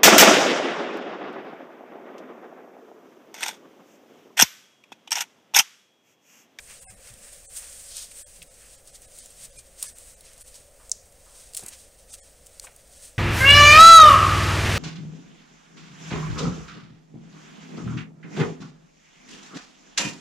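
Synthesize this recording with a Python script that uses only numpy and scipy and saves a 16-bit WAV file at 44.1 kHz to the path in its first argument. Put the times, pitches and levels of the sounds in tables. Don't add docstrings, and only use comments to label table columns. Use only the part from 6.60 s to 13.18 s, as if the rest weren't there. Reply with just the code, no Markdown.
import sys
import numpy as np
from scipy import signal
from scipy.fft import rfft, irfft, next_fast_len
from scipy.io import wavfile
from scipy.ndimage import uniform_filter1d

SR = 44100
rng = np.random.default_rng(int(sys.argv[2]) if len(sys.argv) > 2 else 0)


def log_audio(samples):
    frames = np.atleast_2d(samples).T
    limited = np.clip(frames, -1, 1)
    pcm = np.round(limited * 32767).astype(np.int16)
    wavfile.write(sys.argv[1], SR, pcm)


def invert_db(x):
    u = np.asarray(x, float) / 20
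    return 10 ** u


N = 290178
STEP = 32


def rms_one(x):
    return x / np.sqrt(np.mean(x ** 2) + 1e-20)


def colour(x, spectrum):
    hz, db = np.transpose(spectrum)
    size = next_fast_len(N)
    grid = np.maximum(np.arange(size // 2 + 1) * SR / size, 1)
    gain = invert_db(np.interp(np.log(grid), np.log(hz), db, left=-80, right=-80))
    return rms_one(irfft(rfft(x, size) * gain, size)[:N])


def drift(rate_hz):
    r = np.exp(-2 * np.pi * rate_hz / SR)
    noise = rng.standard_normal(N + SR)
    return rms_one(signal.lfilter([1], [1, -2 * r, r * r], noise)[SR:])


def resonance(x, hz, width_hz):
    r = np.exp(-np.pi * width_hz / SR)
    poles = [1, -2 * r * np.cos(2 * np.pi * hz / SR), r * r]
    return signal.lfilter([(1 - r * r) / 2, 0, (r * r - 1) / 2], poles, x)


def add(out, s, sound, peak_db):
    i = int(s * SR)
    sound = sound[:N - i]
    out[i:i + len(sound)] += invert_db(peak_db) * sound / np.abs(sound).max()


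def dying(t60, rise_s):
    t = np.arange(8192) / SR
    envelope = (1 - np.exp(-t / rise_s)) * invert_db(-60 * t / max(t60, .003))
    return rng.standard_normal(len(t)) * envelope


def stroke(s, peak_db, swell_s, fade_s):
    late = np.arange(0, N, STEP) / SR - s
    fall = np.maximum(-late / max(swell_s, .003), late / max(fade_s, .003))
    return invert_db(2 * peak_db - 20 * fall)


def fibres(per_s, spread_db, hiss):
    sizes = invert_db(spread_db * np.minimum(rng.exponential(1, N), 5)) * rng.choice([-1, 1], N)
    chance = per_s * invert_db(2.5 * drift(40)) / SR
    slips = sizes * (rng.random(N) < chance)
    rub = rms_one(slips) + hiss * rng.standard_normal(N)
    return rub * invert_db(.8 * drift(25))


# (frequency [Hz], level [dB per Hz])
WEAVE_COLOUR = [(3240, -40), (5500, -22.5), (7320, -3), (8680, 2.5), (11400, -13), (13800, -15.5),
                (15200, -14.5), (16000, -21)]
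# (frequency [Hz], level [dB per Hz])
PALM_COLOUR = [(2400, -19.5), (3200, -4), (4500, -1.5), (5800, -0.5), (7000, -3.5)]
# (frequency [Hz], level [dB per Hz])
RUBBER_COLOUR = [(800, -6), (1200, -0.5), (1900, 4), (2700, 2.5), (3400, -10)]
# (time [s], rustle level [dB], palm level above rustle [dB])
RESTING = [(0.0, -51, -12), (0.37, -68, -8), (0.82, -56, -8), (0.95, -46, -12), (1.05, -45, -8),
           (1.3, -45.5, -12), (1.47, -60, -6), (1.77, -51, -8), (1.83, -62, -6), (2.15, -51, -7),
           (2.23, -63, -7), (2.72, -57, -5), (3.14, -63, -6), (3.58, -64, -4), (4.0, -56, -5),
           (4.13, -66, -4), (5.3, -66, -3), (6.58, -62, -3)]
# (loudest time [s], level [dB], swell [s per 10 dB], fade [s per 10 dB],
# palm level above rustle [dB])
GLOVE_SLIDES = [(.121, -47, .07, .09, -5), (.302, -48, .07, .035, -11), (.476, -47.5, .075, .09, -6.5),
                (.641, -45.5, .05, .07, -9.5), (.732, -47, .05, .11, -9), (6.364, -51.5, .085, .04, -6),
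                (1.385, -38, .07, .05, -1.5), (1.441, -41.5, .06, .024, -5),
                (1.588, -40.5, .065, .075, -12.5), (2.011, -56, .15, .1, -8), (2.575, -46, .05, .11, -7),
                (2.854, -41.5, .065, .012, -8.5), (3.241, -39, .04, .04, -10),
                (3.287, -40, .06, .016, -7.5), (3.39, -49.5, .06, .15, -10), (3.504, -50.5, .15, .06, -10),
                (4.252, -56, .12, .08, -9), (5.59, -52, .03, .13, -6), (4.807, -49.5, .16, .1, -6),
                (4.985, -39, .03, .055, -8), (5.2, -50, .1, .09, -6), (5.542, -37.5, .022, .012, -7),
                (5.97, -56, .12, .15, -6.5), (6.455, -43, .05, .036, -8)]
# (loudest time [s], level [dB], fade [s per 10 dB], palm level above rustle [dB])
FINGER_BRUSHES = [(.22, -46, .025, -16), (.875, -45, .03, -16), (.975, -31.5, .022, -13),
                  (1.517, -50, .02, -6), (1.826, -50, .015, -5), (2.279, -50, .04, -4),
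                  (2.359, -43, .01, -5.5), (2.428, -54, .08, -6), (2.92, -55, .03, -3),
                  (2.991, -42, .013, -8), (3.07, -56, .04, -6), (3.195, -47, .03, -5.5),
                  (3.655, -53.5, .15, -3.5), (3.817, -44.5, .02, -14), (3.879, -44, .022, -10),
                  (3.957, -46, .03, -7), (4.46, -59, .03, -6), (5.09, -43, .012, -18),
                  (5.134, -45, .02, -1.5), (5.398, -57, .06, -4), (5.505, -52, .02, -6),
                  (5.869, -57, .015, -18), (6.046, -42.5, .02, -12), (6.196, -57.5, .03, -7)]
# (loudest time [s], level [dB], swell and fade [s per 10 dB])
HOSE_DRAGS = [(.115, -50, .04), (.29, -55, .04), (.476, -56, .08), (1.04, -55.5, .1), (3.25, -55, .04),
              (5.07, -54, .05), (1.38, -57, .06), (.68, -58, .1), (2.04, -60, .06), (5.134, -55, .02),
              (6.1, -63, .08), (3.7, -63, .1)]


def glove():
    brush_swell_s = .019
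    rubber_db, rubber_follows = -64.5, .6
    at = np.arange(0, N, STEP)
    s, rest_db, palm_db = np.transpose(RESTING)
    weave = invert_db(2 * np.interp(at / SR, s, rest_db))
    palm = invert_db(2 * np.interp(at / SR, s, rest_db + palm_db))
    brushes = [(s, db, brush_swell_s, fade_s, p) for s, db, fade_s, p in FINGER_BRUSHES]
    for s, db, swell_s, fade_s, palm_db in GLOVE_SLIDES + brushes:
        power = stroke(s, db, swell_s, fade_s)
        weave = weave + power
        palm = palm + power * invert_db(2 * palm_db)
    rubber = invert_db(2 * rubber_db) * (weave * 10 ** 5) ** rubber_follows
    rubber = rubber + sum(stroke(s, db, slope_s, slope_s) for s, db, slope_s in HOSE_DRAGS)
    rub = fibres(6000.0, spread_db=2.4, hiss=1.3)
    out = np.zeros(N)
    for power, spectrum in (weave, WEAVE_COLOUR), (palm, PALM_COLOUR), (rubber, RUBBER_COLOUR):
        out = out + np.interp(np.arange(N), at, np.sqrt(power)) * colour(rub, spectrum)
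    return out


# (time [s], peak [dB], centre [Hz], low part above peak [dB])
FREE_TICKS = [(0.539, -33, 8500, -10), (1.368, -21, 8100, -23), (1.514, -34, 8900, -33),
              (1.8272, -28, 8600, -22), (1.941, -39, 7150, -18), (2.2743, -33.5, 8060, -19),
              (2.4196, -35, 8060, -23), (2.52, -41, 7630, -19), (2.5875, -29, 8800, -14),
              (2.6588, -30, 7700, -27), (2.7053, -34.5, 8350, -26), (2.9901, -29, 8150, -14),
              (3.2275, -13, 8700, -20), (3.3842, -30.5, 8450, -35), (3.6085, -33.5, 8500, -9),
              (3.733, -36, 8500, -20), (3.8103, -31, 8850, -19), (3.8164, -32, 9230, -10),
              (4.5236, -41, 8300, -27), (4.9727, -15.5, 8200, -14), (4.9795, -24.5, 7500, -30),
              (4.9935, -25, 7740, -8), (5.0362, -31, 8700, -17), (5.0627, -23, 8300, -43),
              (5.0836, -22.5, 8200, -38), (5.088, -27, 8000, -31), (5.8676, -31, 7600, -34),
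              (6.1628, -34, 8600, -34)]
# (time [s], peak [dB], centre [Hz], low part above peak [dB])
HELD_TICKS = [(3.2300, -18, 8600, -25), (3.2267, -16, 6800, -19), (3.8810, -36, 8900, -14),
              (3.9435, -33.5, 7960, 0), (4.2954, -27.5, 7400, -40), (4.9355, -28, 7780, -8),
              (4.945, -33, 9400, -20), (4.9505, -21, 8000, -10), (4.96, -32, 8360, -23),
              (4.9679, -15, 8550, -25), (3.7790, -36, 8500, -20), (4.948, -19, 8000, -9),
              (5.8620, -38, 7850, -30), (5.9972, -21, 7000, -7)]


def ticks():
    free_t60_s, held_t60_s = .022, .012
    out = np.zeros(N)
    for table, t60 in (FREE_TICKS, free_t60_s), (HELD_TICKS, held_t60_s):
        for s, peak_db, hz, low_db in table:
            crackle = dying(t60, .0001)
            crackle[:2] = [5, -2.5]
            pitched = rms_one(resonance(crackle, hz, 1800.0))
            edge = invert_db(-19.0) * rms_one(np.diff(crackle, prepend=0))
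            body = rms_one(resonance(resonance(crackle, 4700, 2600.0), 4700, 2600.0))
            add(out, s, pitched + edge + invert_db(low_db) * body, peak_db)
    return out


# (time [s], peak [dB])
RELEASE = [
    (4.3157, -8.3),
]
# (frequency [Hz], level [dB], t60 [s])
FASTENER_MODES = [(3900, -26, .01), (4800, -20, .01), (5370, -9, .011), (5730, -2, .013), (6100, -4, .012),
                  (6650, -2, .012), (7290, 0, .015), (8600, -9, .011), (8920, -7, .012), (10000, -17, .009)]


def snap():
    out, t = np.zeros(N), np.arange(8192) / SR
    (s, peak_db), = RELEASE
    ring = sum(invert_db(db - 60 * t / t60) * np.sin(2 * np.pi * hz * t) for hz, db, t60 in FASTENER_MODES)
    ring = ring * (1 - np.exp(-t / 0.00036))
    ring = signal.sosfilt(signal.butter(4, [3800, 11000], "band", fs=SR, output="sos"), ring)
    for bounce_s, level_db in (0, 0), (.0013, -6), (.0031, -14):
        add(out, s + bounce_s, ring, peak_db + level_db)
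    add(out, s, np.diff(dying(0.0096, .00005), 2), peak_db - 21.0)
    for t60, level_db in (.045, -20), (.45, -29):
        tail = resonance(resonance(dying(t60, 0.0016), 6700, 3000.0), 5700, 4000.0)
        add(out, s, tail, peak_db + level_db)
    return out


# (time [s], peak [dB], centre [Hz], t60 [s])
HOUSING_KNOCKS = [(1.513, -42.5, 2380, 0.046), (1.818, -34, 2700, 0.03), (1.828, -40, 2800, .025),
                  (2.985, -46, 2590, 0.05), (3.2385, -39, 1100, 0.02), (3.783, -59, 600, 0.041),
                  (4.198, -49, 1100, 0.25), (5.024, -44, 1290, 0.03), (5.538, -47, 2800, 0.046),
                  (6.038, -43, 600, 0.082), (6.069, -36, 1850, 0.064),
                  (5.025, -43.5, 190, 0.094), (4.66, -52, 980, 0.9), (5.026, -41, 360, 0.07),
                 (5.04, -49, 800, .4), (5.06, -51, 280, .35), (4.99, -46, 450, .1), (.52, -55, 170, .6),
                 (1.78, -53, 150, .4), (2.8, -55, 120, .7), (.31, -54, 170, 0.4), (6.074, -46, 700, 0.08),
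                 (6.044, -47, 1000, .06), (6.09, -56, 2050, 0.09)]
# (time [s], peak [dB], frequency [Hz], t60 [s])
BODY_THUMPS = [
    (.265, -53, 750, .25),
    (2.97, -52, 2400, .15),
    (0.296, -49, 106.5, 0.18),
    (0.501, -47.5, 114, 0.22),
    (1.808, -53, 160, 0.12),
    (2.967, -54, 113, 0.15),
    (5.023, -48.5, 107, 0.11),
]


def knocks():
    out, t = np.zeros(N), np.arange(8192) / SR
    for s, peak_db, hz, t60 in HOUSING_KNOCKS:
        blow = dying(t60, 0.00042)
        add(out, s, resonance(resonance(blow, hz, 0.57 * hz), hz, 1.3 * hz), peak_db)
    for s, peak_db, hz, t60 in BODY_THUMPS:
        swing = np.sin(2 * np.pi * hz * t) * (1 - np.exp(-t / 0.0031))
        add(out, s, swing * invert_db(-60 * t / t60), peak_db)
    return out


# (frequency [Hz], level [dB per Hz])
ROOM_FLOOR = [(8.8, -33), (15, -0.5), (59, -3.5), (94, -12), (130, -16), (312, -21.5), (350, -23.5),
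              (559, -10), (816, -28), (1340, -28.5), (2020, -29.5), (4430, -42.5), (8930, -24.5),
              (11000, -34), (16000, -31.5)]
# (frequency [Hz], width [Hz], level [dB])
DUCT = [(525.6, 110, -69.5), (699, 200, -70.5)]


def workshop():
    out = invert_db(-56.0) * colour(rng.standard_normal(N), ROOM_FLOOR)
    for hz, width_hz, db in DUCT:
        band = resonance(resonance(rng.standard_normal(N), hz, width_hz), hz, width_hz)
        breath = invert_db(db + 1.0 * drift(1.1))
        out = out + breath * rms_one(band)
    return out


def scene():
    mono = glove() + ticks() + snap() + knocks() + workshop()
    return np.stack([mono, mono])


# (time [s], rounding step above frame rms [dB])
COARSE_MOMENTS = [(.207, 10), (.250, 13), (.271, 15), (.292, 13), (.356, 10), (.868, 14), (.890, 13),
                  (1.636, 17), (1.658, 15), (1.892, 11), (2.170, 11), (2.319, 10), (2.468, 11), (2.618, 10),
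                  (2.916, 12), (2.980, 10), (3.279, 12), (3.343, 11), (3.556, 12), (3.834, 19), (5.519, 10),
                  (5.604, 14), (5.626, 12)]


def recorder_rounding(x):
    frame, frame_start, band = 941, 629, 16
    usual_db, attack_db = -9, -24
    follow, scatter_db, treble_db = .5, 4, 10.5
    keep_hz, top_hz = 190, 15750
    n, k = np.arange(2 * frame) + .5, np.arange(frame) + .5
    window = np.sin(np.pi * n / (2 * frame)) * np.sqrt(2 / frame)
    basis = np.cos(np.pi / frame * np.outer(k, n + frame / 2)) * window
    padded = np.pad(x, (2 * frame - frame_start, 2 * frame))
    index = frame * np.arange(len(padded) // frame - 1)[:, None] + np.arange(2 * frame)
    lines = padded[index] @ basis.T

    step_db = np.full(len(lines), usual_db)
    attack = np.abs(padded[index]).max(axis=1) > 7 * padded[index].std(axis=1)
    step_db[attack] = attack_db
    for s, db in COARSE_MOMENTS:
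        step_db[round((s * SR - frame_start) / frame) + 1] = db

    scatter = rng.standard_normal((len(lines), frame // band + 1))
    scatter = np.repeat(scatter, band, axis=1)[:, :frame]
    scatter = (scatter + np.roll(scatter, 1, axis=0) + np.roll(scatter, 2, axis=0)) / np.sqrt(3)

    local = np.sqrt(uniform_filter1d(lines ** 2, size=60, axis=1) + 1e-20)
    whole = np.sqrt(np.mean(lines ** 2, axis=1, keepdims=True) + 1e-20)
    hz = k * SR / (2 * frame)
    treble = treble_db * np.clip(hz / 3000 - 3.3, 0, 1)
    step = invert_db(step_db[:, None] + scatter_db * scatter + treble)
    step = step * local ** follow * whole ** (1 - follow)
    step = step * np.clip(hz / keep_hz, .05, 1) ** 3 * np.clip(hz / 1500, .55, 1)

    coarse = step * np.sign(lines) * np.floor(np.abs(lines) / step + .4054)
    coarse = coarse * (hz < top_hz + 700 * attack[:, None])
    out = np.zeros(len(padded))
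    np.add.at(out, index, coarse @ basis)
    return out[2 * frame - frame_start:][:N]


def band_limit(x):
    return signal.sosfilt(signal.butter(12, 16820, fs=SR, output="sos"), x)


def record(dry):
    mono = recorder_rounding(dry[0]) - .0005
    return band_limit(np.stack([mono, mono]))


dry = scene()
out = record(dry)
log_audio(out)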